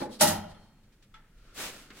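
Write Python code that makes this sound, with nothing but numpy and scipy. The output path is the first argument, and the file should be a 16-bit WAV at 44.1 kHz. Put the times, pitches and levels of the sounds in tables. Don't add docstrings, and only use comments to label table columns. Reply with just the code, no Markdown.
import sys
import numpy as np
from scipy import signal
from scipy.fft import rfft, irfft
from scipy.io import wavfile
from scipy.ndimage import uniform_filter1d

SR = 44100
rng = np.random.default_rng(int(sys.argv[2]) if len(sys.argv) > 2 else 0)


def wav_record(signal):
    frames = np.transpose(np.atleast_2d(signal))
    bounded = np.clip(frames, -1, 1)
    quanta = np.round(bounded * 32767).astype(np.int16)
    wavfile.write(sys.argv[1], SR, quanta)


N = 88200
T, HZ = np.arange(N) / SR, np.arange(N // 2 + 1) * SR / N + 1e-3
PORT_GAP_M = .049


def undb(db):
    return 10 ** (np.asarray(db) / 20)


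def at(table, hz):
    freqs, values = np.array(table, float).T
    return np.interp(np.log(hz), np.log(freqs), values)


def noise(spectrum, tilt_db=0):
    coherence = np.sinc(2 * HZ * PORT_GAP_M / 343)
    phases = np.exp(2j * np.pi * rng.random((2, len(HZ))))
    mid, side = phases * np.sqrt([1 + coherence, 1 - coherence])
    colour = undb(at(spectrum, HZ) + tilt_db * np.log2(HZ / 1000))
    ports = irfft(np.array([mid + side, mid - side]) * colour, N)
    return ports / ports.std()


def fade(rise_s, t60_s):
    return (1 - np.exp(-T / rise_s)) * np.exp(-np.log(1000) * T / t60_s)


def swell(peak_s, rise_s, fall_s, level_db):
    width_s = np.where(T < peak_s, rise_s, fall_s)
    return undb(level_db) * np.exp(-((T - peak_s) / width_s) ** 2 / 2)


# freq_hz, t60_s
CLOSET_DECAY = [(100, .8), (1200, 0.92), (4000, .7), (16000, 0.28)]
# freq_hz, gain_db
CLOSET_COLOUR = [(200, 8.5), (1500, -2), (3000, -6), (8000, -12), (16000, -19.5)]
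def clatter(hits, spectrum, t60s, rise_s, closet_db):
    ripple = uniform_filter1d(rng.standard_normal(len(HZ)), size=110)
    peaks = undb(1.48 * ripple / ripple.std() * np.minimum(HZ / 2500, 1))
    source = rfft(noise(spectrum)) * peaks / np.sqrt(np.mean(peaks ** 2))
    out = 0
    for hz in 16000 / 2. ** np.arange(9):
        band = irfft(source * np.maximum(1 - abs(np.log2(HZ / hz)), 0), N)
        direct = fade(rise_s, at(t60s, hz))
        reverb = undb(closet_db + at(CLOSET_COLOUR, hz)) * fade(.03, at(CLOSET_DECAY, hz))
        blow_power = direct ** 2 + reverb ** 2
        power = sum(undb(db) ** 2 * np.pad(blow_power, (int(s * SR), 0))[:N] for s, db in hits)
        out = out + band * np.sqrt(power)
    return out


# freq_hz, phase_rad
PORT_PHASE = [(100, 0.16), (330, 0.91), (617, 1.64), (850, 2.1), (1300, .61), (3000, 0.65)]
def ring(hits, modes, rise_s, rough):
    response, diffuse = 0, rfft(noise([(1, 0), (2, 0)]))
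    for hz, mode_db, t60_s in modes:
        scatter = irfft(diffuse * np.exp(-((HZ - hz) / (25 + hz / 60)) ** 2), N)
        phase = at(PORT_PHASE, hz) * np.array([[-.5], [.5]])
        tone = np.sin(2 * np.pi * hz * (T - 3 * rise_s) + phase)
        response += undb(mode_db) * fade(rise_s, t60_s) * (tone + rough * scatter / scatter.std())
    return sum(undb(db) * np.pad(response, ((0, 0), (int(s * SR), 0)))[:, :N] for s, db in hits)


# peak_s, rise_s, fall_s, level_db
HAND_MOVES = [(.29, .04, 0.18, -51), (1.345, 0.027, 0.039, -56), (1.679, 0.18, 0.095, -55.5)]
# freq_hz, density_db
HAND_SPECTRUM = [(20, -8.5), (36, 0.5), (60, -14), (400, -63.5)]
AIR_SPECTRUM = [(12, -26), (20, 3), (64, -18), (103, -12), (219, -15), (290, -22), (1050, -36.5),
                (1500, -32), (15500, -47)]
def room():
    air = undb(-60.5) * noise(AIR_SPECTRUM)
    return air + noise(HAND_SPECTRUM) * sum(swell(*move) for move in HAND_MOVES)


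# peak_s, rise_s, fall_s, level_db, tilt_db_per_octave
SWISHES = [(1.551, 0.0057, 0.014, -53.5, 3), (1.603, 0.023, 0.037, -36, 0.9),
           (1.654, 0.029, 0.039, -37.5, 0.5), (1.732, 0.025, 0.085, -48.5, 0), (1.995, 0.041, .04, -51, 0)]
# freq_hz, density_db
CLOTH_SPECTRUM = [(35, -31), (60, -11), (175, -5), (521, -4.5), (849, -9.5), (1260, -7.5), (2840, -7.5),
                  (8090, -14), (15500, -22)]
SCUFF_SPECTRUM = [(500, -5), (950, -20), (1350, -2.5), (1700, -11.5), (4400, -15), (15000, -34)]
STEP_SPECTRUM = [(60, -17), (170, 8), (900, -9.5), (1500, 2.5), (4600, -6.5), (15000, -30)]
def stepping_back():
    grain = uniform_filter1d(rng.standard_normal(N), size=130)
    cloth = sum(noise(CLOTH_SPECTRUM, tilt) * swell(*swish) for *swish, tilt in SWISHES)
    scuff = noise(SCUFF_SPECTRUM) * swell(peak_s=1.527, rise_s=.099, fall_s=1, level_db=-60.5)
    step = clatter(hits=[(1.9035, -45)], spectrum=STEP_SPECTRUM,
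                   t60s=[(150, .3), (1500, .16), (5000, .06)], rise_s=.0004, closet_db=-22)
    return (cloth + scuff) * undb(.95 * grain / grain.std()) + step


# start_s, level_db
TAPS = [(.544, -62), (1.1405, -52.5)]
# peak_s, level_db
BRUSHES = [(.835, -72), (.925, -69.5), (1.026, -62.5), (1.378, -70)]
# freq_hz, density_db
TAP_SPECTRUM = [(200, -32), (900, -5.5), (1800, 3.5), (2700, -2), (3500, -2.5), (6000, -12.5), (15000, -34)]
# pitch_hz, relative_db, t60_s
TAP_MODES = [(865, -11, 0.43), (1315, -3, 0.39), (2020, -14, .14), (2060, -12, .16), (3410, -2, .12)]
def swinging_hangers():
    taps = clatter(TAPS, TAP_SPECTRUM, t60s=[(1000, .28), (6000, .16)], rise_s=.0012, closet_db=-7)
    body = undb(-1.5) * ring(TAPS, TAP_MODES, rise_s=.0013, rough=.78)
    brushing = sum(swell(s, rise_s=.0015, fall_s=.019, level_db=db) for s, db in BRUSHES)
    return taps + body + noise(TAP_SPECTRUM, tilt_db=6) * brushing


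# peak_s, rise_s, fall_s, level_db
SCRAPES = [(.008, 0.043, 0.034, -46), (0.136, 0.019, 0.028, -49.5), (.209, 0.0073, 0.0025, -31.5),
           (.51, 0.019, 0.016, -59.5), (.64, .05, .04, -70)]
# freq_hz, density_db
SCRAPE_SPECTRUM = [(300, -3), (2200, -9.5), (4300, 2.5), (6500, -8.5), (9300, -7.5), (15000, -20.5)]
def hook_scrapes():
    return noise(SCRAPE_SPECTRUM) * sum(swell(*scrape) for scrape in SCRAPES)


# start_s, relative_db
BUMPS = [(.004, -40.5), (.015, -35), (.056, -44.5), (.092, -49.5)]
# freq_hz, density_db
BUMP_SPECTRUM = [(60, -9.5), (250, 1), (1600, -7), (2500, -15.5), (12000, -39)]
# pitch_hz, relative_db, t60_s
BUMP_MODES = [(216.5, -7, 0.67), (274.2, -6.5, 0.25), (336, -1, .22), (507, -6.5, .4), (589, -2, 0.22),
              (841, 4, 0.17)]
NEIGHBOUR_MODES = [(778, -9.5, 0.34), (839.3, -1.5, 0.3), (860, -7.5, 0.2), (906, -9.5, 0.11),
                   (964, -14, .33), (1075, -13.5, 0.15), (1442, -16.5, 0.27)]
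def hanger_bumps():
    thud = clatter(BUMPS, BUMP_SPECTRUM, t60s=[(200, .21), (4000, .082)], rise_s=.00033, closet_db=-17)
    body = ring(BUMPS, BUMP_MODES, rise_s=.003, rough=.75)
    neighbours = ring(BUMPS, NEIGHBOUR_MODES, rise_s=.0034, rough=.26)
    return undb(1.5) * thud + body + undb(-11.5) * neighbours


# start_s, clatter_db, hanger_db, neighbours_db, hook_db
CLACKS = [(.208, -14, -15.5, -20.5, -39), (.22, -21.5, -32, -23, -50.5), (.272, -23, -47, -39, -38.5),
          (.302, -37, -63, -27.5, -68), (.368, -70, -53, -38.5, -52), (.433, -71, -43, -46, -65)]
# freq_hz, density_db
CLACK_SPECTRUM = [(100, -15.5), (200, -2.5), (450, -6), (850, 5), (1100, -5), (1350, 2.5), (1600, -5),
                  (1870, 2.5), (2200, -6), (4000, 0), (9300, 1.5), (12000, -1.5), (16000, -11)]
# freq_hz, t60_s
CLACK_DECAY = [(100, 0.58), (800, .33), (2500, 0.34), (8000, 0.21), (16000, 0.25)]
# start_s, level_db
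PINGS = [(.544, -70), (.612, -79)]
# pitch_hz, relative_db, t60_s
HANGER_MODES = [(330.7, -14, 0.44), (588, -8, 0.18), (613.2, 2.5, 0.34), (722, -11.5, 0.073),
                (1328, -15, .28), (2853, -17, 0.41)]
HOOK_MODES = [(2440, -5.5, 0.18), (3131, -1.5, .8), (3287, -10.5, 0.67)]
PING_MODES = [(3190, -7, 0.73), (4247, -2, 0.9), (5600, -8, 0.57), (9200, -8.5, 0.58)]
RAIL_MODES = [(94.5, -2.5, 0.98), (169, 1, 0.68), (201.5, -2, 0.48), (208.6, -3.5, 1), (228.3, -3, .45),
              (268.2, 1.5, .4)]
def hanger_clacks():
    clacks, body_hits, neighbour_hits, hook_hits = (np.array(CLACKS)[:, [0, i]] for i in range(1, 5))
    crack = clatter(clacks, CLACK_SPECTRUM, CLACK_DECAY, rise_s=.0018, closet_db=-14.5)
    body = ring(body_hits, HANGER_MODES, rise_s=.012, rough=.27)
    neighbours = ring(neighbour_hits, NEIGHBOUR_MODES, rise_s=.009, rough=.59)
    hook = ring(hook_hits, HOOK_MODES, rise_s=.002, rough=.12)
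    pings = ring(PINGS, PING_MODES, rise_s=.002, rough=.9)
    rail = ring([(.214, -32.5)], RAIL_MODES, rise_s=.026, rough=.55)
    return crack + body + neighbours + hook + pings + rail


def scene():
    return (room() + stepping_back() + swinging_hangers()
            + hook_scrapes() + hanger_bumps() + hanger_clacks())


def record(dry):
    return signal.sosfilt(signal.ellip(10, .2, 80, 15900, fs=SR, output="sos"), dry)


dry = scene()
out = record(dry)
wav_record(out)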